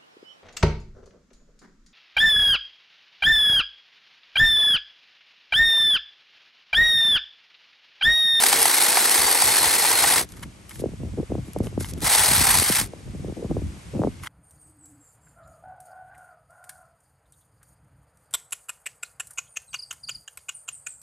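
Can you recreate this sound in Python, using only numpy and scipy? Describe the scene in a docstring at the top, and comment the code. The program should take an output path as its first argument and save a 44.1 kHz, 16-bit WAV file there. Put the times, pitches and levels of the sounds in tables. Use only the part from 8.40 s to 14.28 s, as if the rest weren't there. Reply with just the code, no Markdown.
"""A small battery chainsaw rasps into a log in two bursts, outdoors, close to a phone's microphones.
Its cutters tear off chips, the log drones, the steel bar rings and the gears whine under the load.
Mostly between the bursts, dry twigs and chips tick and rustle. Gusts thump and flutter right on
the two microphone ports, and a faint hiss swells with the breeze behind it all."""
import sys
import numpy as np
from scipy import signal
from scipy.fft import rfft, irfft, next_fast_len
from scipy.io import wavfile
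from scipy.ndimage import uniform_filter1d, map_coordinates

SR = 44100
rng = np.random.default_rng(int(sys.argv[2]) if len(sys.argv) > 2 else 0)


def int16_out(signal):
    """Quantize to a 16-bit WAV file."""
    q = np.round(np.clip(np.atleast_2d(signal).T, -1, 1) * 32767)
    wavfile.write(sys.argv[1], SR, q.astype(np.int16))


N = 259308

# The saw, close up. Levels in all tables are relative.
# runs of the chain, the last free once the log parts:
# start/s, stop/s, rasp level/dB, drone over rasp/dB, rumble over rasp/dB
SAW_RUNS = [(-.3, 1.782, -19.5, -11.5, -18), (3.611, 4.17, -18.5, -13, -24.5), (4.1, 4.398, -22, -18, -29)]
# hard bites of a cutter: t/s, level/dB, log knock over it/dB
BITES = [(.0356, 3, 7.5), (.0563, -10, -10), (.0618, 2.5, -10), (.077, -22, 0), (.1272, 3, 7.5),
         (.1594, -14, 0), (.202, -2.5, -1), (.2538, 0, 8), (.2798, -8, -10), (.3017, -21, -15),
         (.344, -21, 12), (.3814, -0.5, 2.5), (.434, -10, -5), (.5324, -4, 3), (.5693, -1.5, 15),
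         (.684, -12, 17), (.74, -14, 22), (.95, -16, 21), (1.02, -1, 6.5), (1.1666, -1, -.5),
         (1.229, -1.5, 10), (1.2394, -5, 14), (1.3374, -1, 3), (1.448, -4.5, 13), (1.5259, -12, 11),
         (1.6385, -4, 16), (1.643, -14, 26), (1.6614, -18, -3), (1.7006, -2.5, 4), (1.759, -4.5, 13.5),
         (1.7779, -18, -3.5), (1.806, -19, 24.5), (3.655, -16, 6), (3.7005, -8, 8), (3.715, -18, 22),
         (3.7483, 3, 4), (3.773, -10, 12), (4.068, -7, 13), (4.1415, -3, 2), (4.151, -2, 6.5),
         (4.1844, 1.5, -4), (4.197, -1, -7), (4.2243, -7, -12), (4.2901, -10, -5), (4.388, -7, 4)]
# chain and chips: f/Hz, level/dB
RASP_SPECTRUM = [(350, -45), (650, -12), (1300, -6), (2000, -4), (2800, -9), (4300, -5.5), (6000, -7),
                 (7100, -8.5), (8500, -2.5), (9200, -3.5), (10800, 2.5), (12000, -7.5), (13000, -19.5),
                 (15600, -18)]
# the pile shaking under the log: f/Hz, level/dB
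RUMBLE_SPECTRUM = [(120, -18.5), (300, -4.5), (480, 0.5), (650, -17), (1000, -34)]
# resonances of the log with the bar in it: f/Hz, width/Hz, level/dB
LOG_MODES = [(845, 240, 6), (1250, 1700, -6), (1930, 540, -1)]
# resonances of steel bar and housing: f/Hz, width/Hz, level/dB
BAR_MODES = [(2075, 77, 3.5), (3390, 78, -2), (4780, 68, -24), (6400, 100, -7), (8600, 85, 4.5),
             (10600, 100, 1)]
# gear whine sagging with the load, one list a burst: t/s, f/Hz, level/dB
GEAR_WHINE = [
    [(.1, 3930, -45), (.3, 4080, -52), (.52, 4260, -39), (.62, 4060, -31), (.78, 4320, -45),
     (.88, 4660, -27), (.96, 4400, -35), (1.02, 4560, -30), (1.06, 4300, -32), (1.17, 4350, -26.5),
     (1.22, 4100, -28), (1.35, 4310, -35.5), (1.6, 4200, -31), (1.8, 4155, -47)],
    [(3.66, 4500, -40), (3.8, 4320, -42), (4.0, 4360, -36), (4.2, 4670, -36), (4.4, 4400, -53)],
]

# twig and chip ticks: t/s, level/dB, woody part over it/dB
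TICKS = [(1.8894, -31, -3), (1.899, -38, -2), (1.9208, -25.5, -6), (1.9374, -40, 19), (1.9674, -37, 2),
         (1.994, -34, 9), (2.031, -34, 14), (2.041, -44, 15), (2.2937, -24.5, -3), (2.3085, -34, 21),
         (2.3135, -35, 21), (2.357, -29, 12), (2.394, -29, 8), (3.0634, -44, 4), (3.133, -29, -5),
         (3.186, -27, 0), (3.2437, -31, 8), (3.2685, -33.5, 26), (3.4074, -24.5, 13), (3.4446, -27.5, 23.5),
         (3.491, -32, -5), (3.5356, -21, -12), (3.605, -24, 2), (4.4723, -31, -9), (5.7974, -52, 32),
         (5.845, -36, 1), (5.8614, -32, 23), (5.8704, -33, 31)]
# dry twigs brushing: t/s, length/s, level/dB, woody level/dB
BRUSHES = [(1.895, 0.054, -50.5, -56), (1.96, 0.049, -52, -54), (2.03, 0.0098, -46, -45),
           (2.305, 0.016, -44, -48), (2.335, 0.078, -45.5, -62), (3.05, .03, -55, -69),
           (3.24, 0.043, -49.5, -56), (3.408, 0.036, -37, -47), (3.443, 0.027, -36, -43.5),
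           (3.485, 0.028, -41, -51.5), (3.58, .02, -50, -52), (5.835, 0.037, -44.5, -41)]
# how fast the brushing and its woody part come and go: slope/(dB/s)
BRUSH_EDGES = [
    [900],
    [1200],
]
# snapping twigs: f/Hz, level/dB
TWIG_SPECTRUM = [(600, -18), (1400, 1), (2200, -4.5), (3200, 4.5), (6000, 5.5), (9000, 7), (11000, 16),
                 (13000, -9), (15600, -18)]
# resonances of dry sticks: f/Hz, width/Hz, level/dB
STICK_MODES = [(830, 260, -6), (1400, 520, -2.5), (2140, 200, -2), (3040, 250, -5.5)]

# steady wind on the microphone ports: t/s, thump level/dB, flutter level/dB
STEADY_WIND = [(0, -58, -77), (1.2, -53.5, -73), (1.9, -48, -62), (2.28, -49.5, -59), (2.65, -53, -69),
               (3.46, -37.5, -63), (3.86, -45, -56), (4.5, -41, -47), (5.1, -49, -63), (5.42, -50, -72),
               (5.7, -37, -66), (5.88, -50, -64)]
# gusts: t/s, length/s, thump level/dB, flutter level/dB
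GUSTS = [(0.08, 0.17, -52, -68), (0.79, 0.06, -39.5, -57), (1.04, 0.081, -45, -60), (1.22, 0.055, -40, -67),
         (1.45, 0.11, -52, -59), (1.62, 0.23, -44, -43), (1.93, 0.16, -39, -51.5),
         (2.17, 0.049, -56, -59.5), (2.34, 0.036, -40.5, -59), (2.39, 0.098, -32, -40.5),
         (2.52, 0.025, -36, -45.5), (2.595, 0.1, -31, -44), (2.73, 0.015, -28.5, -61),
         (2.77, 0.067, -32, -35.5), (2.9, 0.098, -29.5, -36.5), (3.03, 0.03, -40, -57),
         (3.075, 0.026, -46, -45), (3.155, 0.075, -29, -37.5), (3.23, 0.049, -29, -39),
         (3.315, 0.025, -41, -44), (3.37, 0.066, -27.5, -45.5), (3.46, 0.04, -40, -48),
         (3.53, 0.06, -37, -38), (3.62, 0.064, -32.5, -43.5), (3.79, 0.04, -38, -51),
         (3.88, 0.06, -34, -45), (3.98, 0.07, -29, -51), (4.09, 0.11, -27, -45), (4.28, 0.06, -33.5, -46),
         (4.4, 0.052, -31, -51), (4.52, 0.071, -50, -56), (4.66, 0.05, -32.5, -50), (4.74, 0.023, -36, -41),
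         (4.79, 0.019, -29, -55), (4.83, 0.08, -31.5, -40), (4.97, 0.095, -41, -38),
         (5.1, 0.024, -26.5, -30), (5.15, 0.045, -24.5, -36), (5.21, 0.067, -30, -48),
         (5.3, 0.073, -33.5, -55), (5.47, 0.025, -36, -63), (5.54, 0.15, -30, -32), (5.7, 0.036, -38, -52),
         (5.8, 0.03, -41, -66)]
# how fast thump and flutter come and go: slope/(dB/s)
GUST_EDGES = [
    [600],
    [2006],
]
# deep wind pressure: f/Hz, level/dB
THUMP_SPECTRUM = [(12, -44), (20, -22), (47, 5), (70, 6), (199, -4), (260, -11), (340, -13), (570, -120)]
# fluttering wind pressure: f/Hz, level/dB
FLUTTER_SPECTRUM = [(110, -10), (180, 3.5), (354, 1.5), (492, -9.5), (613, -11), (1600, -33.5), (2080, -55),
                    (3520, -120)]
# eddies that slap the ports: t/s, level/dB, slowing time/s, t60/s
SLAPS = [(2.397, -28.5, 0.0013, 0.057), (2.4194, -24.5, 0.0032, 0.087), (2.439, -13.5, 0.019, 0.018),
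         (2.4578, -18.5, 0.0024, 0.061), (2.489, -31.5, .0012, 0.067), (2.535, -30.5, 0.0015, 0.078),
         (2.6016, -30.5, 0.0013, 0.08), (2.6331, -23, 0.0013, 0.16), (2.647, -35, 0.003, 0.13),
         (2.686, -35, 0.0016, 0.11), (2.737, -31, 0.00086, 0.17), (2.774, -26, 0.0036, 0.1),
         (2.782, -23.5, 0.0042, 0.18), (2.7982, -21.5, 0.0023, .07), (2.829, -24, 0.019, 0.02),
         (2.919, -17, 0.0022, 0.039), (2.9522, -18.5, 0.0014, 0.017), (2.98, -25.5, 0.0019, 0.084),
         (3.082, -29.5, 0.0012, 0.083), (3.1622, -16.5, 0.0029, 0.015), (3.1688, -23, 0.0026, .04),
         (3.2035, -12.5, 0.00094, 0.036), (3.2681, -26, 0.0018, .08), (3.3272, -32.5, 0.0013, 0.041),
         (3.3768, -13, 0.001, 0.027), (3.4093, -23, 0.0013, 0.052), (3.6298, -24.5, 0.0018, 0.16),
         (3.911, -23, 0.0016, 0.093), (4.0067, -22.5, 0.0017, 0.077), (4.2201, -20, 0.0013, 0.02),
         (4.297, -16.5, 0.0024, 0.078), (4.4118, -25, 0.0011, 0.12), (4.5349, -27, 0.0023, 0.011),
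         (4.676, -33.5, 0.0017, 0.11), (4.7479, -28.5, 0.0012, .11), (4.7928, -36.5, 0.007, 0.14),
         (4.845, -25, 0.0026, 0.06), (4.8832, -29.5, 0.0016, 0.084), (4.897, -25.5, 0.0015, 0.066),
         (4.9227, -26, 0.001, 0.044), (4.98, -32, .003, .05), (5.025, -23, 0.014, 0.033),
         (5.045, -21, 0.0012, 0.087), (5.1115, -16, .0017, 0.022), (5.1672, -19, .002, 0.015),
         (5.218, -28.5, .002, .07), (5.551, -22, 0.0019, 0.093), (5.5926, -15.5, 0.0024, .13),
         (5.579, -30, .003, 0.024), (5.618, -15, 0.001, 0.0087), (5.6362, -13.5, .0017, 0.0037),
         (5.6465, -13.5, 0.0016, 0.028), (5.6715, -14, .0019, 0.017)]

# background hiss swelling with the breeze: t/s, level/dB
BREEZE = [(0, -55.5), (1.9, -53), (3.1, -50.5), (4.5, -51), (5.5, -48.5), (5.88, -51)]
# background hiss shared by both ports, cut off near 12 kHz by the phone's audio coding: f/Hz, level/dB
SHARED_HISS_SPECTRUM = [(300, 13), (800, -23), (2200, 3.5), (4000, -3.5), (7000, -2), (9000, 0),
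                        (10500, -1.5), (11600, -3.5), (11900, -60)]
# each port's own hiss: f/Hz, level/dB
PORT_HISS_SPECTRUM = [(300, 6.5), (1200, 3), (3000, -4), (7000, -9), (9000, -35), (12200, -60)]

# phase shift across the phone's body: f/Hz, lead of the left port/cycles
PORT_LEAD = [(0, 0), (2200, 0), (3100, .15), (5000, .05), (6800, 0), (7500, .13), (8700, 0), (10200, -.5),
             (11800, -1), (12600, -1), (13300, -1.5), (14200, -1.5), (15000, -2), (22050, -2)]
# balance of the ports: f/Hz, left over right/dB
PORT_TILT = [(200, 1.5), (700, -0.5), (1300, -2.5), (2400, 1.5), (4400, 2.5), (7000, 2), (8500, 0)]
# scattered sound, in which the ports differ: f/Hz, level/dB
SCATTER_SPECTRUM = [(100, -22), (400, -12.5), (1000, -11), (1900, -28), (3000, -4.5), (5000, -9),
                    (6200, -16), (7300, 0), (8500, -36.5), (9300, 3.5), (10200, -9), (11500, -1),
                    (13600, -30)]

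SPIN_UP_S, COAST_S, COAST_LAW = 0.046, 0.081, 1.68  # the chain slows to rest by this power
NICKS_PER_S, NICK_DB, STEEL_DB = 130, 3, -16.5  # levels against the rasp
SMALL_EDDY_HZ, SMALL_EDDY_S, EDDY_LAW = 1146, .0015, 0.318  # a slower eddy starts lower, by this power
LOW_CUT_HZ, TOP_HZ = 36.2, 15900  # the phone's band


def saw():
    """Chips tear off in a dense spray that swells with every cutter; log, pile and bar sound with it."""
    swell = .76 + .42 * abs(cutter_throb(per_s=58, scatter=.2, t60=.045))
    spray = amp(0.76 * wobble(1500) + 1.2 * wobble(200)) * noise()
    rasp = coloured(wood_grain(swell * spray, depth_db=1.46), RASP_SPECTRUM)
    drone = unit(ringing(swell * amp(1.7 * wobble(29.8)) * noise(), LOG_MODES))
    rumble = coloured(swell * amp(0.79 * wobble(18)) * noise(), RUMBLE_SPECTRUM)
    steel = amp(STEEL_DB) * unit(ringing(swell * noise(), BAR_MODES))
    chain_gain, log_gain, pile_gain = chain_gains()
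    return chain_gain * (rasp + steel + nicks()) + log_gain * drone + pile_gain * rumble + bites()


def chain_gains():
    """Gains of rasp, drone and rumble: the chain spins up, holds and coasts to rest."""
    gains, t = np.zeros((3, N)), np.arange(N) / SR
    for start, stop, db, drone_db, rumble_db in SAW_RUNS:
        spin_up = 1 - np.exp(-np.maximum(t - start, 0) / SPIN_UP_S)
        coast = np.clip(1 - (t - stop) / COAST_S, 0, 1) ** COAST_LAW
        gains = np.maximum(gains, amp(db + np.c_[[0, drone_db, rumble_db]]) * spin_up * coast)
    return gains * amp(0.13 * wobble(6.05))


def cutter_throb(per_s, scatter, t60):
    """Uneven swells: each cutter meets the wood late or early, hard or soft."""
    lateness, force_db = rng.standard_normal((int(N / SR * per_s), 2)).T
    at = (np.arange(len(lateness)) + scatter * lateness) * SR / per_s
    kicks = np.bincount(np.clip(at, 0, N - 1).astype(int), amp(force_db), N)
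    t = np.arange(SR // 10) / SR
    shape = amp(-60 * t / t60) * (1 - np.exp(-t / 0.0041))
    return unit(signal.fftconvolve(kicks, shape)[:N])


def wood_grain(x, depth_db):
    """Patches of pitch and time grow louder or softer as the grain of the wood changes."""
    spectra = signal.stft(x, nperseg=512)[2]
    patches = uniform_filter1d(rng.standard_normal(spectra.shape), size=3, axis=0)
    patches = uniform_filter1d(patches, size=5, axis=1)
    return signal.istft(spectra * amp(depth_db * unit(patches)), nperseg=512)[1][:N]


def bites():
    """A cutter bites hard: a crack, and a knock that rings the log."""
    crack, knock = bursts(BITES, rise=0.004, t60=0.017)
    return crack * coloured(noise(), RASP_SPECTRUM) + ringing(knock * noise(), LOG_MODES)


def nicks():
    """Single teeth nick the wood in short random cracks."""
    kicks = (rng.random(N) < NICKS_PER_S / SR) * amp(NICK_DB + 1.52 * noise())
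    t = np.arange(SR // 50) / SR
    envelope = signal.fftconvolve(kicks, amp(-60 * t / 0.007))[:N]
    return envelope * coloured(noise(), RASP_SPECTRUM)


def gear_whine():
    """The gear mesh sings, rough in pitch and strength."""
    hz = np.maximum(curve(GEAR_WHINE), 0) + 30 * wobble(60) + 55 * wobble(400)
    gain = amp(curve(GEAR_WHINE, column=2) + 2.2 * wobble(110))
    return gain * np.sin(2 * np.pi * np.cumsum(hz) / SR)


def twigs():
    """Dry twigs brush in clumps of tiny snaps and tick singly; the sticks ring with both."""
    snaps = amp(2.2 * wobble(900) + 3.6 * wobble(90)) * noise()
    tick, knock = bursts(TICKS, rise=0.00098, t60=0.0099)
    ticks = tick * coloured(noise(), TWIG_SPECTRUM) + ringing(knock * noise(), STICK_MODES)
    brush, woody = swells(BRUSHES, BRUSH_EDGES)
    return brush * coloured(snaps, TWIG_SPECTRUM) + woody * unit(ringing(snaps, STICK_MODES)) + ticks


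def wind():
    """Wind right on the microphones: thump, flutter and slaps, slightly louder on the left."""
    steady = amp([curve([STEADY_WIND]), curve([STEADY_WIND], column=2)])
    thump_gain, flutter_gain = np.hypot(swells(GUSTS, GUST_EDGES), steady)
    thump = buffet(THUMP_SPECTRUM, amp(2.0 * wobble(15)), unshared=0.54)
    flutter = small_eddies() + .8 * buffet(FLUTTER_SPECTRUM, amp(3 * wobble(60)), unshared=.55)
    return amp([[.3], [-.3]]) * (thump_gain * thump + flutter_gain * flutter + slaps())


def buffet(spectrum, lumps, unshared):
    """Lumpy pressure noise, mostly common to both ports."""
    common, own = noise(), rng.standard_normal((2, N))
    return coloured(lumps * (common + unshared * own), spectrum)


def small_eddies():
    """Many small eddies of three sizes pass at random, each stronger at one port or the other."""
    flutter, per_s = np.zeros((2, N)), 50
    for slowing, t60 in [(0.0089, 0.019), (0.0026, 0.077), (0.0014, 0.17)]:
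        kicks = (rng.random(N) < per_s / SR) * noise() * amp(rng.normal(0, 3, (2, N)))
        flutter += signal.fftconvolve(kicks, eddy(slowing, t60)[None], axes=1)[:, :N]
    return unit(flutter)


def slaps():
    """Single strong eddies hit the ports; each port feels the swirl a little differently."""
    pressure = np.zeros((2, N + SR))
    ragged_cycles = .06 * np.array([wobble(250), wobble(250)])
    for start, db, slowing, t60 in SLAPS:
        at = round(start * SR)
        span = slice(at, at + SR // 6)
        pressure[:, span] += amp(db) * eddy(slowing, t60, ragged_cycles[:, span])
    return pressure[:, :N]


def eddy(slowing, t60, ragged_cycles=0):
    """A swirl slows as it grows: its pitch falls as one over time."""
    t = np.arange(SR // 6) / SR
    start_hz = SMALL_EDDY_HZ * (SMALL_EDDY_S / slowing) ** EDDY_LAW
    cycles = start_hz * slowing * np.log(1 + t / slowing) + ragged_cycles
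    shape = amp(-60 * t / t60) * (1 - np.exp(-t / 0.0017)) ** 2
    return np.sin(2 * np.pi * cycles) * shape / shape.max()


def hiss():
    """A soft background hiss follows the breeze, partly shared by the ports and partly each one's own."""
    shared = ports(coloured(noise(), SHARED_HISS_SPECTRUM))
    own = coloured(rng.standard_normal((2, N)), PORT_HISS_SPECTRUM)
    return 0.78 * amp(curve([BREEZE])) * (shared + own)


def ports(x):
    """A sound in the air reaches two ports: shifted, tilted, and partly scrambled by shifting litter."""
    side = np.array([[1], [-1]])
    tilt = lambda hz: amp(side * along(PORT_TILT, hz) / 2)
    shift = lambda hz: np.exp(1j * np.pi * side * np.interp(hz, *np.transpose(PORT_LEAD)))
    direct = filtered(x, lambda hz: tilt(hz) * shift(hz))
    spectra = signal.stft(x, nperseg=256)[2]
    random_phase = np.exp(2j * np.pi * rng.random(spectra.shape))
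    scattered = signal.istft(spectra * random_phase, nperseg=256)[1][:N]
    return direct + side * filtered(scattered, lambda hz: amp(along(SCATTER_SPECTRUM, hz)))


def bursts(rows, rise, t60):
    """Two envelopes of short puffs: one at each row's level, one with its offset added."""
    envelopes, t = np.zeros((2, N + SR)), np.arange(SR // 20) / SR
    shape = amp(-60 * t / t60) * (1 - np.exp(-t / rise))
    for start, db, offset_db in rows:
        at = round(start * SR)
        envelopes[:, at:at + len(t)] += amp([[db], [db + offset_db]]) * shape
    return envelopes[:, :N]


def swells(rows, edge_db_per_s):
    """Gains for the two level columns: each row climbs, holds for its length and sinks."""
    power, t = np.zeros((2, N)), np.arange(N) / SR
    for start, length, *db in rows:
        near = slice(max(round((start - .15) * SR), 0), round((start + length + .15) * SR))
        away = np.maximum(0, np.maximum(start - t[near], t[near] - start - length))
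        power[:, near] += amp(np.c_[db] - edge_db_per_s * away) ** 2
    return np.sqrt(power)


def ringing(x, modes):
    """Resonances struck by x, alternating in sign."""
    def response(hz):
        return sum((-1) ** k * amp(db) * 1j * hz * width / (centre ** 2 - hz ** 2 + 1j * hz * width)
                   for k, (centre, width, db) in enumerate(modes))
    return filtered(x, response)


def coloured(x, spectrum):
    """x given a spectrum, at rms 1."""
    return unit(filtered(x, lambda hz: amp(along(spectrum, hz))))


def filtered(x, response):
    """x times a complex response of frequency."""
    size = next_fast_len(N + SR // 4)
    return irfft(rfft(x, size) * response(np.fft.rfftfreq(size, 1 / SR)), size)[..., :N]


def curve(tables, column=1):
    """One value of the column per sample; -120 outside the tables."""
    values, t = np.full(N, -120.), np.arange(N) / SR
    for rows in map(np.array, tables):
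        on = (t >= rows[0, 0]) & (t <= rows[-1, 0])
        values[on] = np.interp(t[on], rows[:, 0], rows[:, column])
    return values


def along(points, hz):
    """(Hz, value) points joined on a log axis."""
    point_hz, values = np.transpose(points)
    return np.interp(np.log(hz + 1), np.log(point_hz + 1), values)


def wobble(rate):
    """A smooth random curve, rate knots a second."""
    return map_coordinates(rng.standard_normal(int(N * rate / SR) + 4), [np.arange(N) * rate / SR])


def noise():
    return rng.standard_normal(N)


def amp(db):
    return 10 ** (np.asarray(db) / 20)


def unit(x):
    return x / np.sqrt(np.mean(x ** 2) + 1e-20)


def scene():
    """Saw and twigs come through the air; the wind strikes the ports directly, over the hiss."""
    return ports(saw() + gear_whine() + twigs()) + wind() + hiss()


def record(dry):
    """The phone thins the deep bass and keeps nothing above its band limit."""
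    low_cut = lambda hz: (1j * hz / (LOW_CUT_HZ + 1j * hz)) ** 2
    high_cut = lambda hz: np.clip((TOP_HZ - hz) / 150, 0, 1) ** 2
    return filtered(dry, lambda hz: low_cut(hz) * high_cut(hz))


dry = scene()
out = record(dry)
int16_out(out)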